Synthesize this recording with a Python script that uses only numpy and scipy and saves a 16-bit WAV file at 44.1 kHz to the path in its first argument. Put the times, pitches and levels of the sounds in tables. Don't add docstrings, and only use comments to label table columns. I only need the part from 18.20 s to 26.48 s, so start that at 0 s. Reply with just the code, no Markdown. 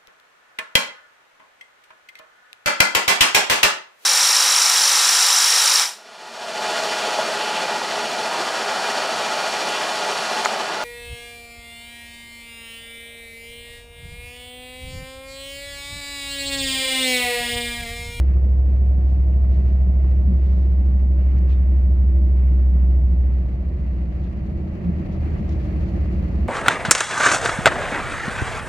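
import sys
import numpy as np
from scipy import signal
from scipy.fft import rfft, irfft, next_fast_len
from scipy.io import wavfile
from scipy.ndimage import uniform_filter1d

SR = 44100
rng = np.random.default_rng(int(sys.argv[2]) if len(sys.argv) > 2 else 0)


def unload_wav(signal):
    wavfile.write(
        sys.argv[1],
        SR,
        np.round(np.clip(np.atleast_2d(signal).T, -1, 1) * 32767).astype(np.int16),
    )


N = 365148
TIME = np.arange(N) / SR
CRUISE_TURNS_PER_S = 13.1
ROUGH_FROM_S, ROUGH_FULL_S = 6.05, 6.83


def from_db(db):
    return 10 ** (np.asarray(db) / 20)


def rms_one(x):
    return x / np.sqrt(np.mean(x ** 2) + 1e-20)


def curve_db(rows):
    time_s, level_db = np.transpose(rows)
    return np.interp(TIME, time_s, level_db)


def at_hz(points, hz):
    point_hz, value = np.transpose(points)
    return np.interp(np.log(hz), np.log(point_hz), value)


def ramp(start_s, end_s):
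    return np.clip((TIME - start_s) / (end_s - start_s), 0, 1)


def bell(center_s, peak_db, sigma_s):
    return from_db(peak_db) * np.exp(-0.5 * ((TIME - center_s) / sigma_s) ** 2)


def swells(rows):
    return sum(bell(center_s, peak_db, sigma_s) for center_s, peak_db, sigma_s in rows)


def strikes(rows, attack_s, decay_s):
    total = 0
    for start_s, level_db in rows:
        attack = np.clip((TIME - start_s) / attack_s, 0, 1)
        decay = np.exp(-np.abs(TIME - start_s) / decay_s)
        total = total + from_db(level_db) * attack * decay
    return total


def drift(rate_hz):
    step = 40
    pole = np.exp(-2 * np.pi * rate_hz * step / SR)
    noise = rng.standard_normal(N // step + 2002)
    slow = signal.lfilter([1], [1, -2 * pole, pole * pole], noise)[2000:]
    return np.interp(np.arange(N) / step, np.arange(len(slow)), rms_one(slow))


def tone(cycles, wander_rad, rate_hz):
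    phase = 2 * np.pi * (cycles + rng.random()) + wander_rad * drift(rate_hz)
    return np.sqrt(2) * np.sin(phase)


def cabin_noise(spectrum):
    # frequency_hz, correlation (-1 to 1)
    likeness = [(60, 0.9), (150, 1), (250, 0.79), (500, .52), (1000, -.03), (2000, -0.035), (4000, .12),
                (8000, -0.13)]
    size = next_fast_len(N)
    hz = np.maximum(np.fft.rfftfreq(size, 1 / SR), 1)
    mid, side = rfft(rng.standard_normal((2, size)))
    alike = at_hz(likeness, hz)
    both = np.sqrt(1 + alike) * mid + np.sqrt(1 - alike) * side * [[1], [-1]]
    low_skirt = np.minimum(1, hz / spectrum[0][0]) ** 2
    high_skirt = np.minimum(1, spectrum[-1][0] / hz) ** 4
    shaped = both * low_skirt * high_skirt * from_db(at_hz(spectrum, hz))
    return rms_one(irfft(shaped, size)[:, :N])


def resonant_noise(modes):
    shake = rng.standard_normal(N)
    total = 0
    for hz, width_hz, level_db in modes:
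        b, a = signal.iirpeak(hz, hz / width_hz, fs=SR)
        once = signal.lfilter(b, a, shake)
        total = total + from_db(level_db) * rms_one(signal.lfilter(b, a, once))
    return total


def wheels(turns, rough, eased):
    # time_s, level_db
    boom_curve = [(0, -15), (2.9, -15), (4.7, -13.5), (5.15, -16.5), (5.38, -24), (5.75, -22), (6.3, -29.5),
                  (6.85, -48.5), (7.35, -27.5), (8.28, -24)]
    # multiple of the turning rate, smooth_track_db, rough_track_db
    wheel_orders = [(2, -47, -51), (3, -40.5, -39.5), (4, -44.5, -40.5), (6, -36, -29), (8, -50.5, -38.5),
                    (9, -54.5, -42), (10, -53.5, -45), (11, -53.5, -50)]
    boom_order, throb_depth, waver_db = 5, 0.22, 1.4
    throb = 1 + throb_depth * (1 - eased) * np.sin(2 * np.pi * turns)
    boom = tone(boom_order * turns, wander_rad=0.025, rate_hz=4.4)
    total = from_db(curve_db(boom_curve)) * throb * boom
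    for order, smooth_db, rough_db in wheel_orders:
        level_db = smooth_db + rough * (rough_db - smooth_db) + waver_db * drift(0.98)
        total = total + from_db(level_db) * tone(order * turns, wander_rad=0.59, rate_hz=0.94)
    return total


def rolling(turns, rough):
    # frequency_hz, relative density_db
    rumble_spectrum = [(18, -29), (30, -14), (42, -8.5), (60, -1), (76, 4), (90, -8), (115, -1), (140, -2),
                       (178, -0.5), (215, -3.5), (240, -14), (300, -30.5)]
    # frequency_hz, relative density_db
    roar_spectrum = [(170, -25), (245, -7), (290, -1.5), (335, 1), (385, -5.5), (440, -11), (510, -11),
                     (570, -9), (640, -11), (730, -14), (820, -19), (1000, -22.5), (1400, -40.5)]
    throb = 1 + 0.075 * np.sin(2 * np.pi * turns)
    rumble_db = -32.0 + 3.6 * rough + 1.1 * drift(8.9)
    roar_db = -41 + 4.5 * rough
    rumble = from_db(rumble_db) * cabin_noise(rumble_spectrum)
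    roar = from_db(roar_db) * cabin_noise(roar_spectrum)
    return throb * (rumble + roar)


def engine():
    # multiple of the cycle rate, level_db at 0 dB load
    engine_orders = [(4.5, -41.5), (8, -28), (15, -51.5), (16, -48.5), (17, -42.5), (18, -47), (19, -36.5),
                     (20, -46), (21, -45), (22, -45.5), (23, -47.5), (24, -54), (34.5, -49)]
    # time_s, gain_db
    load_curve = [(1, -15), (2, -4.5), (3.6, -4.5), (6, -4), (7.4, 0.5)]
    cycle_hz = 9.635
    cycles = cycle_hz * TIME
    lines = 0
    for order, level_db in engine_orders:
        lines = lines + from_db(level_db) * tone(order * cycles, wander_rad=0.2, rate_hz=1.7)
    return from_db(curve_db(load_curve)) * lines


def air_level_db():
    base_db, rise_db, rough_rise_db, rough_lag_s = -58, 2.3, 5.5, 0.57
    rise = rise_db * ramp(4.95, 5.5)
    rough_rise = rough_rise_db * ramp(ROUGH_FROM_S + rough_lag_s, ROUGH_FULL_S + rough_lag_s)
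    return base_db + rise + rough_rise


def gust_level_db():
    # start_s, length_s, rise_db
    gust_rows = [(-.1, 0.22, 4), (0.753, 0.22, 0.5), (1.265, 0.36, 2), (1.78, 0.19, 2), (2.1, 0.19, 1.5),
                 (2.387, 0.4, 1.5), (2.948, 0.46, 4), (3.39, 0.2, 1.5), (3.6, 0.36, 0.5), (4.14, 0.27, 2.5),
                 (4.52, .13, 2), (5.03, 0.13, 1.5), (5.92, 0.29, 1.2), (6.454, .4, 2.4), (6.996, 0.17, 3)]
    attack_s, release_s = 0.05, 0.04
    total_db = 0
    for start_s, length_s, rise_db in gust_rows:
        end_s = start_s + length_s
        held = ramp(start_s, start_s + attack_s) - ramp(end_s, end_s + release_s)
        total_db = total_db + rise_db * held
    return total_db


def air():
    # frequency_hz, relative density_db
    rush_spectrum = [(700, -14), (950, -7), (1150, 4), (1480, -2), (1800, 1), (2000, 3), (2180, 0),
                     (2400, -1.5), (2800, -4.5), (3300, -13.5), (4200, -33)]
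    # frequency_hz, relative density_db
    hiss_spectrum = [(2500, -14), (3400, -5.5), (4400, 0), (5200, -8), (6500, -9.5), (7600, -14.5),
                     (9500, -23), (12000, -16.5), (15500, -19.5)]
    hiss_offset_db, hiss_gust_share, hiss_flutter_db = -13, 0.53, 1.1
    air_db = air_level_db() + 1.1 * drift(43)
    gust_db = gust_level_db()
    hiss_db = air_db + hiss_offset_db + hiss_gust_share * gust_db + hiss_flutter_db * drift(40)
    rush = from_db(air_db + gust_db) * cabin_noise(rush_spectrum)
    hiss = from_db(hiss_db) * cabin_noise(hiss_spectrum)
    return rush * from_db([[0.3], [-0.3]]) + hiss * from_db([[0.9], [-0.9]])


def whine(turns, eased):
    # cruise_hz, cruise_db, eased_db, swell_center_s, swell_peak_db, swell_sigma_s
    whine_tones = [(487, -56, -72, .25, -57, .2), (535, -70, -64, 2.1, -62, .25),
                   (581, -63, -68, .6, -62, .25), (625, -61, -59.5, 1.9, -60, .4),
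                   (636, -61, -66, 1.65, -59, .34), (680, -59, -70, 1.3, -57, .3),
                   (724, -59.5, -65, .8, -55, .14), (784, -68, -78, 1.3, -70, .3),
                   (835, -75, -70, 5.1, -72, .25), (1152, -70, -74, 2.15, -70, .25)]
    hum_order, hum_db, hum_drop_db, flicker_db = 8, -38, 16, 1.6
    hum = from_db(hum_db - hum_drop_db * eased) * tone(hum_order * turns, wander_rad=0.18, rate_hz=5.3)
    thin = 0
    for cruise_hz, cruise_db, eased_db, center_s, swell_db, sigma_s in whine_tones:
        level_db = cruise_db + eased * (eased_db - cruise_db) + flicker_db * drift(2.2)
        level = from_db(level_db) + bell(center_s, swell_db, sigma_s)
        cycles = cruise_hz * turns / CRUISE_TURNS_PER_S
        thin = thin + level * tone(cycles, wander_rad=0.42, rate_hz=2.3)
    return hum + thin


def rail_singing():
    top_s, top_hz, glide_hz_per_s = 2.1, 6860, 280
    start_db, hold_until_s, fade_db_per_s = -87.5, 3.3, 15
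    hz = top_hz - glide_hz_per_s * np.abs(TIME - top_s)
    level_db = start_db - fade_db_per_s * np.maximum(TIME - hold_until_s, 0) + 2.2 * drift(15)
    return from_db(level_db) * tone(np.cumsum(hz) / SR, wander_rad=2.2, rate_hz=35)


def clacks():
    # start_s, level_db before the envelope
    clack_rows = [(.16, -48), (1.241, -48), (1.841, -44), (2.325, -46), (3.146, -46), (4.56, -48),
                  (6.945, -42), (7.16, -43)]
    # frequency_hz, relative density_db
    clack_spectrum = [(650, -11.5), (950, 2), (1300, 2), (1700, -9.5), (2400, -19.5)]
    return strikes(clack_rows, attack_s=0.005, decay_s=0.011) * cabin_noise(clack_spectrum)


def rustles():
    # center_s, peak_db before the grain, sigma_s
    rustle_rows = [(.9, -67.5, 0.056), (1.345, -63, 0.027), (1.49, -66.5, 0.062), (2.33, -65.5, 0.13),
                   (3.315, -59.5, 0.021), (6.045, -66, 0.024), (6.94, -63, 0.025), (7.2, -64, .012),
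                   (7.324, -55.5, 0.015), (7.43, -62, 0.024), (7.68, -62, .02)]
    # frequency_hz, relative density_db
    rustle_spectrum = [(1200, -14), (2500, 1.5), (3800, 1.5), (5000, -2), (6600, -6.5), (8500, -22.5),
                       (12000, -26.5)]
    grain = from_db(1.7 * drift(90))
    return swells(rustle_rows) * grain * cabin_noise(rustle_spectrum)


def thuds():
    # frequency_hz, width_hz of one filter pass, relative level_db
    floor_modes = [(136, 26, -14), (178, 28, 0), (205, 50, -11), (285, 92, -15)]
    # center_s, peak_db, sigma_s
    thud_rows = [(2.108, -22.5, .025), (6.654, -26.5, .011), (6.693, -21, .017)]
    ringing = resonant_noise(floor_modes)
    even = ringing / np.sqrt(uniform_filter1d(ringing ** 2, size=660) + 1e-9)
    return even * swells(thud_rows)


def panels():
    # pitch_hz, center_s, peak_db before the waver, sigma_s
    hum_rows = [(309, 3, -51.5, 0.25), (336, 4.05, -47.5, 0.25), (333, 6.51, -44.5, 0.22),
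                (307.4, 7.7, -43, 0.48)]
    total = 0
    for hz, center_s, peak_db, sigma_s in hum_rows:
        level = bell(center_s, peak_db, sigma_s) * from_db(2 * drift(10))
        total = total + level * tone(hz * TIME, wander_rad=0.93, rate_hz=3.2)
    return total


def ticks():
    # start_s, level_db before the envelope
    tick_rows = [(3.185, -55), (7.183, -61), (7.292, -47)]
    # frequency_hz, relative density_db
    tick_spectrum = [(3000, -14), (4200, -1), (5100, 3), (6400, -2), (7600, -15), (12000, -32)]
    return strikes(tick_rows, attack_s=0.0005, decay_s=0.0036) * cabin_noise(tick_spectrum)


def fitting():
    # frequency_hz, relative level_db, t60_s
    fitting_modes = [(2480, 2, .09), (2700, 1, .11), (2990, -2, .1), (3210, -3, .14), (3410, -2, .19),
                     (3655, -1, .24), (4120, -2, .1), (4400, -3, .07), (6600, -11, .06)]
    # start_s, level_db before the mode levels
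    knock_rows = [(3.295, -63.5), (3.311, -62.5), (3.326, -62), (6.039, -64.5)]
    spread_db = 2
    total = 0
    for start_s, knock_db in knock_rows:
        age_s = np.maximum(TIME - start_s, 0)
        for hz, mode_db, t60_s in fitting_modes:
            level_db = knock_db + mode_db + rng.normal(0, spread_db)
            decay = np.exp(-np.log(1000) * age_s / t60_s)
            total = total + from_db(level_db) * decay * np.sin(2 * np.pi * hz * age_s)
    return total


def scene():
    ease_off_s, slowing_turns_per_s2, left_lag_s = 2.35, 0.182, 0.00041
    speed = CRUISE_TURNS_PER_S - slowing_turns_per_s2 * np.maximum(TIME - ease_off_s, 0)
    turns = np.cumsum(speed) / SR
    rough = ramp(ROUGH_FROM_S, ROUGH_FULL_S)
    eased = ramp(1.9, 3.6)
    body = wheels(turns, rough, eased) + engine() + whine(turns, eased) + thuds() + panels()
    left = np.interp(TIME - left_lag_s, TIME, body)
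    body_stereo = np.array([left, body]) * from_db([[-0.25], [0.25]])
    cabin = clacks() + rustles() + ticks() + fitting()
    return body_stereo + rolling(turns, rough) + air() + rail_singing() + cabin


def record(dry):
    cutoff_hz, ripple_db, stop_db = 15700, 0.1, 80
    return signal.sosfilt(signal.ellip(10, ripple_db, stop_db, cutoff_hz, fs=SR, output="sos"), dry)


dry = scene()
out = record(dry)
unload_wav(out)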